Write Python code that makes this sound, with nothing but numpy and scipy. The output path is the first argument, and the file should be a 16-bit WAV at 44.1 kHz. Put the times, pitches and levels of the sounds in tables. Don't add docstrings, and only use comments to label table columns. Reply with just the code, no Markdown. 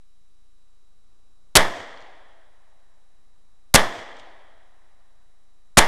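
import sys
import numpy as np
from scipy import signal
from scipy.fft import rfft, irfft, next_fast_len
from scipy.io import wavfile

SR = 44100
rng = np.random.default_rng(int(sys.argv[2]) if len(sys.argv) > 2 else 0)


def natural_amplitude(level_db):
    exponent = np.asarray(level_db, float) / 20
    return 10 ** exponent


def persist_wave(psi):
    counts = np.round(np.clip(psi, -1, 1) * 32767).astype(np.int16)
    wavfile.write(sys.argv[1], SR, np.atleast_2d(counts).T)


N = 258867
T = np.arange(N) / SR


# (time the front arrives [s], bias rebound [factor], swing level in the lull [dB],
# push in the lull [full scale])
SHOTS = [
    (1.5541, .2, 0, -.1),
    (3.741, .18, -14, .55),
    (5.772, .24, -11, .5),
]
OVER_S = .0198
LITTER_DB, LITTER_T60_S = -27, .17


def blast():
    swing = rms_one(band(rng.standard_normal(N), 120, 1100))
    white = rng.standard_normal(N)
    crackle = rms_one(band(band(white, 900, 3800), 600, 5000))
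    litter = rms_one(band(white, 5800, 12500))
    out = np.zeros(N)
    for front, _, lull_db, lull_push in SHOTS:
        after, swing_db, crackle_db, push = stages(lull_db, lull_push)
        s = front + after
        during = (T >= s[0]) & (T < s[-1])
        gas = natural_amplitude(np.interp(T, s, swing_db)) * swing
        gas += natural_amplitude(np.interp(T, s, crackle_db)) * crackle
        gas += np.interp(T, s, push)
        out += during * gas
        litter_db = LITTER_DB - 60 * np.maximum(T - front - OVER_S, 0) / LITTER_T60_S
        out += (T > front) * natural_amplitude(litter_db) * litter
    return out


LEAD_S, LEAD_DB = .0013, -26
MUZZLE_S, MUZZLE_SWING_DB, MUZZLE_CRACKLE_DB = .0042, 17, 7
LULL_CRACKLE_DB = -24
GROUND_S, GROUND_SWING_DB, GROUND_CRACKLE_DB = .0076, 19, 3
SETTLE_S, SETTLE_DROP_DB = .0035, 9
SWING_FADE_DB_PER_S, CRACKLE_FADE_DB_PER_S = 900, 1100
EDGE_S, RELEASE_S, RELEASE_DB = .0006, .005, -14


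def stages(lull_db, push):
    settled = GROUND_S + SETTLE_S
    fading = OVER_S - settled
    swing_db = GROUND_SWING_DB - SETTLE_DROP_DB
    crackle_db = GROUND_CRACKLE_DB
    faded_swing_db = swing_db - SWING_FADE_DB_PER_S * fading
    faded_crackle_db = crackle_db - CRACKLE_FADE_DB_PER_S * fading
    return np.transpose([
        (-LEAD_S, 1.5 * LEAD_DB, 1.3 * LEAD_DB, 0),
        (-EDGE_S / 2, 1.3 * LEAD_DB, LEAD_DB, 0),
        (0, MUZZLE_SWING_DB / 2, MUZZLE_CRACKLE_DB, 0),
        (MUZZLE_S / 3, MUZZLE_SWING_DB, MUZZLE_CRACKLE_DB, 0),
        (MUZZLE_S, MUZZLE_SWING_DB / 2, MUZZLE_CRACKLE_DB / 3, 0),
        (MUZZLE_S + EDGE_S, lull_db, LULL_CRACKLE_DB, push),
        (GROUND_S - EDGE_S, lull_db, LULL_CRACKLE_DB, push),
        (GROUND_S, GROUND_SWING_DB, crackle_db, 4 * max(push, 0)),
        (settled, swing_db, crackle_db, 0),
        (OVER_S, faded_swing_db, faded_crackle_db, 0),
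        (OVER_S + 2 * EDGE_S, RELEASE_DB, RELEASE_DB, 0),
        (OVER_S + RELEASE_S, 2 * RELEASE_DB, 2 * RELEASE_DB, 0)])


CREEP, CREEP_S, DIP, DIP_S = 1.8, .055, 2.9, .013


def bias():
    out = np.zeros(N)
    for front, rebound, *_ in SHOTS:
        t = np.maximum(T - front - OVER_S, 0)
        creep = CREEP * np.exp(-t / CREEP_S)
        dip = DIP * np.exp(-t / DIP_S)
        out += (T > front + OVER_S) * rebound * (creep - dip)
    return out


# (time after the shot [s], level [dB])
ECHO_COURSE = [(.02, 1), (.11, 3), (.16, 1), (.24, 2.5), (.32, -0.5), (.95, -3), (1.4, 3.5), (1.8, 8.5),
               (2.15, 18)]
ECHO_DB = -18


def wood():
    t = T[:int(2.15 * SR)]
    reply = die_away(trunks(t), t)
    reply /= np.sqrt(np.mean(reply[:, 900:2900] ** 2))
    fade_in = np.clip((t - .012) / 0.0039, 0, 1)
    reply = natural_amplitude(ECHO_DB + np.interp(t, *np.transpose(ECHO_COURSE))) * reply * fade_in
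    reply += banks(t)
    out = np.zeros(N + len(t))
    for (front, *_), one in zip(SHOTS, reply):
        start = round(front * SR)
        out[start:start + len(t)] += one
    return out[:N]


# (time after the front [s], level above the scatter [dB])
TRUNKS = [(.0229, 8), (.0287, 6), (.0325, 7), (.0358, 6), (.0535, 10), (.0611, 7), (.068, 7), (.0763, 9),
          (.0954, 6), (.0977, 8), (.1003, 7), (.2496, 9), (.2867, 10)]
TRUNK_DB = 11
STAND_FROM_S, STAND_TO_S, STAND_PER_S, STAND_DB = .11, .42, 90, 6.5


def trunks(t):
    chance = np.minimum((12000 + 40000 * t) / SR, 1)
    sizes, draw = rng.standard_normal((4, len(t))), rng.random((4, len(t)))
    clicks = sizes * (draw < chance) / np.sqrt(chance)
    stand = (draw[0] < STAND_PER_S / SR) & (t > STAND_FROM_S) & (t < STAND_TO_S)
    clicks[0, stand] = -natural_amplitude(STAND_DB + TRUNK_DB)
    for s, db in TRUNKS:
        clicks[0, round(s * SR)] = -natural_amplitude(db + TRUNK_DB)
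    return clicks


# (frequency [Hz], level [dB per Hz])
WOOD = [(40, -29), (91, -3.5), (168, -9.5), (430, -9), (690, 0), (1440, -7.5), (1900, -1.5), (2620, -15.5),
        (3350, -8.5), (3940, -18.5), (5500, -23), (9500, -30.5), (12500, -30.5), (15500, -27.5)]
# (frequency [Hz], near t60 [s], far t60 [s], far share [dB])
DYING = [(60, .3, 0.71, -23), (112, 0.16, 0.77, -19), (200, .4, 1.3, -21.5), (294, .35, 1.8, -17.5),
         (504, 0.29, 1.9, -18.5), (900, 0.36, 2.1, -22), (2000, 0.27, 1.92, -22.5), (3564, 0.24, 1.8, -22),
         (4722, 0.4, 1.3, -17.5), (7000, .18, 1.2, -15), (10133, 0.28, 0.43, -13.5),
         (13000, .14, 0.66, -10), (16010, .12, .66, -8.5)]


def die_away(clicks, t):
    size = next_fast_len(len(t))
    hz = np.arange(size // 2 + 1) * SR / size + 1
    mixed = clicks[0] * .87 + clicks[1:] * .48
    heard = rfft(mixed, size) * natural_amplitude(at_hz(WOOD, hz))
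    reply = np.zeros((3, len(t)))
    for centre in 30 * 2 ** (np.arange(20) / 2):
        share = np.clip(1 - 2 * np.abs(np.log2(hz / centre)), 0, 1)
        near, far, far_db = (at_hz(DYING, centre, column=k) for k in (1, 2, 3))
        dying = np.sqrt(natural_amplitude(-120 * t / near) + natural_amplitude(2 * far_db - 120 * t / far))
        reply += irfft(heard * share, size)[:, :len(t)] * dying
    return reply


# (time after the shot [s], level [dB], pitch [Hz])
BANKS = [
    (0.127, -41, 95),
    (0.248, -46, 92.5),
    (.47, -58, 85),
]


def banks(t):
    out = np.zeros(len(t))
    for s, db, hz in BANKS:
        out += natural_amplitude(db) * np.exp(-((t - s) / .011) ** 2) * np.sin(2 * np.pi * hz * (t - s))
    return out


# (time [s], peak level [dB], pitch [Hz], fade [s])
CASE = [(1.975, -41.5, 4500, 0.00042), (2.005, -52, 5000, .005), (2.015, -49.5, 4500, .003),
        (2.023, -50.5, 4500, 0.0022), (2.153, -58.5, 4000, 0.0011), (4.166, -52, 3600, .002),
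        (4.169, -45, 4500, 0.00088), (4.187, -54, 6000, .005), (4.191, -52, 7300, .004),
        (4.1965, -40.5, 3520, 0.0054), (4.24, -58, 4000, .001)]


def case():
    noise, out = rng.standard_normal(N), np.zeros(N)
    t = T[:600]
    for s, db, hz, fade in CASE:
        i = round(s * SR)
        tick = noise[i:i + len(t)] * np.exp(-t / fade)
        rustle = band(band(tick, 2400, 7500), 2000, 8000)
        tick = rustle + 1.6 * band(tick, hz * .85, hz * 1.15)
        out[i:i + len(t)] += natural_amplitude(db) * tick / np.max(np.abs(tick))
    return out


# (frequency [Hz], level [dB per Hz])
HISS = [(7, -29), (12, -8.5), (31, -26.5), (54, -31.5), (109, -36.5), (300, -42), (542, -44.5),
        (1190, -46.5), (2000, -52), (3200, -52), (5000, -52.5), (9870, -55), (12500, -56.5), (17000, -56)]
# (time [s], level [dB])
BREEZE = [(0, -2.5), (.5, -1), (1.0, 1.5), (1.5, 2.5), (2.5, -1), (3.5, 1), (4.5, 0.5), (5.87, 0)]
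HISS_DB = -64


def hiss():
    white = rng.standard_normal((2, N + SR))
    swell = natural_amplitude(np.interp(T, *np.transpose(BREEZE)))
    out = np.zeros(N)
    for k, (low, high, hz) in enumerate(bands()):
        part = natural_amplitude(at_hz(HISS, hz)) * band(white[k % 2], low, high)[SR:]
        out += part * (swell if 35 < hz < 1400 else 1)
    return natural_amplitude(HISS_DB) * rms_one(out)


# (frequency [Hz], level [dB rms])
WHINE = [(1200, -86), (3892, -81), (5001, -93), (5599, -90), (6202, -95), (7402, -89.5), (9598, -88.5)]


def whine():
    return sum(np.sqrt(2) * natural_amplitude(db) * np.sin(2 * np.pi * hz * T) for hz, db in WHINE)


# (multiple of HUM_HZ [-], level [dB rms])
HUM = [(1, -66), (2, -78.5), (3, -85.5), (4, -88)]
HUM_HZ = 28.1


def hum():
    turn = 2 * np.pi * HUM_HZ * T + np.cumsum(rng.standard_normal(N)) * 0.011
    return sum(np.sqrt(2) * natural_amplitude(db) * np.sin(k * turn) for k, db in HUM)


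def rms_one(x):
    return x / np.sqrt(np.mean(x ** 2) + 1e-20)


def at_hz(points, hz, column=1):
    points = np.array(points)
    return np.interp(np.log(hz), np.log(points[:, 0]), points[:, column])


def band(x, low_hz, high_hz):
    return signal.sosfilt(signal.butter(2, [low_hz, high_hz], "band", fs=SR, output="sos"), x)


def bands():
    edges = 12 * 2 ** (np.arange(33) / 3)
    return zip(edges, edges[1:], np.sqrt(edges[1:] * edges[:-1]))


OFFSET = -.0078


def scene():
    shot = blast() + bias() + wood()
    background = hiss() + whine() + hum() + OFFSET
    return (shot + case() + background)[None]


def top_cut(x):
    return signal.sosfilt(signal.butter(12, 16660, fs=SR, output="sos"), x)


def record(dry):
    size = np.abs(dry)
    over = np.interp(size, [1, 1.25, 2.0, 2.6], [0.62, -1.2, -0.71, 0])
    folded = np.sign(dry) * np.where(size < 1, size, over)
    smooth = signal.sosfilt(signal.butter(4, 11000, fs=SR, output="sos"), 1.1 * folded)
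    steep = signal.cheby2(10, 60, 16700, fs=SR, output="sos")
    mix = signal.sosfilt(steep, np.clip(smooth, -.96, .96))
    return top_cut(np.clip(mix, -1.0, 1.0))


dry = scene()
out = record(dry)
persist_wave(out)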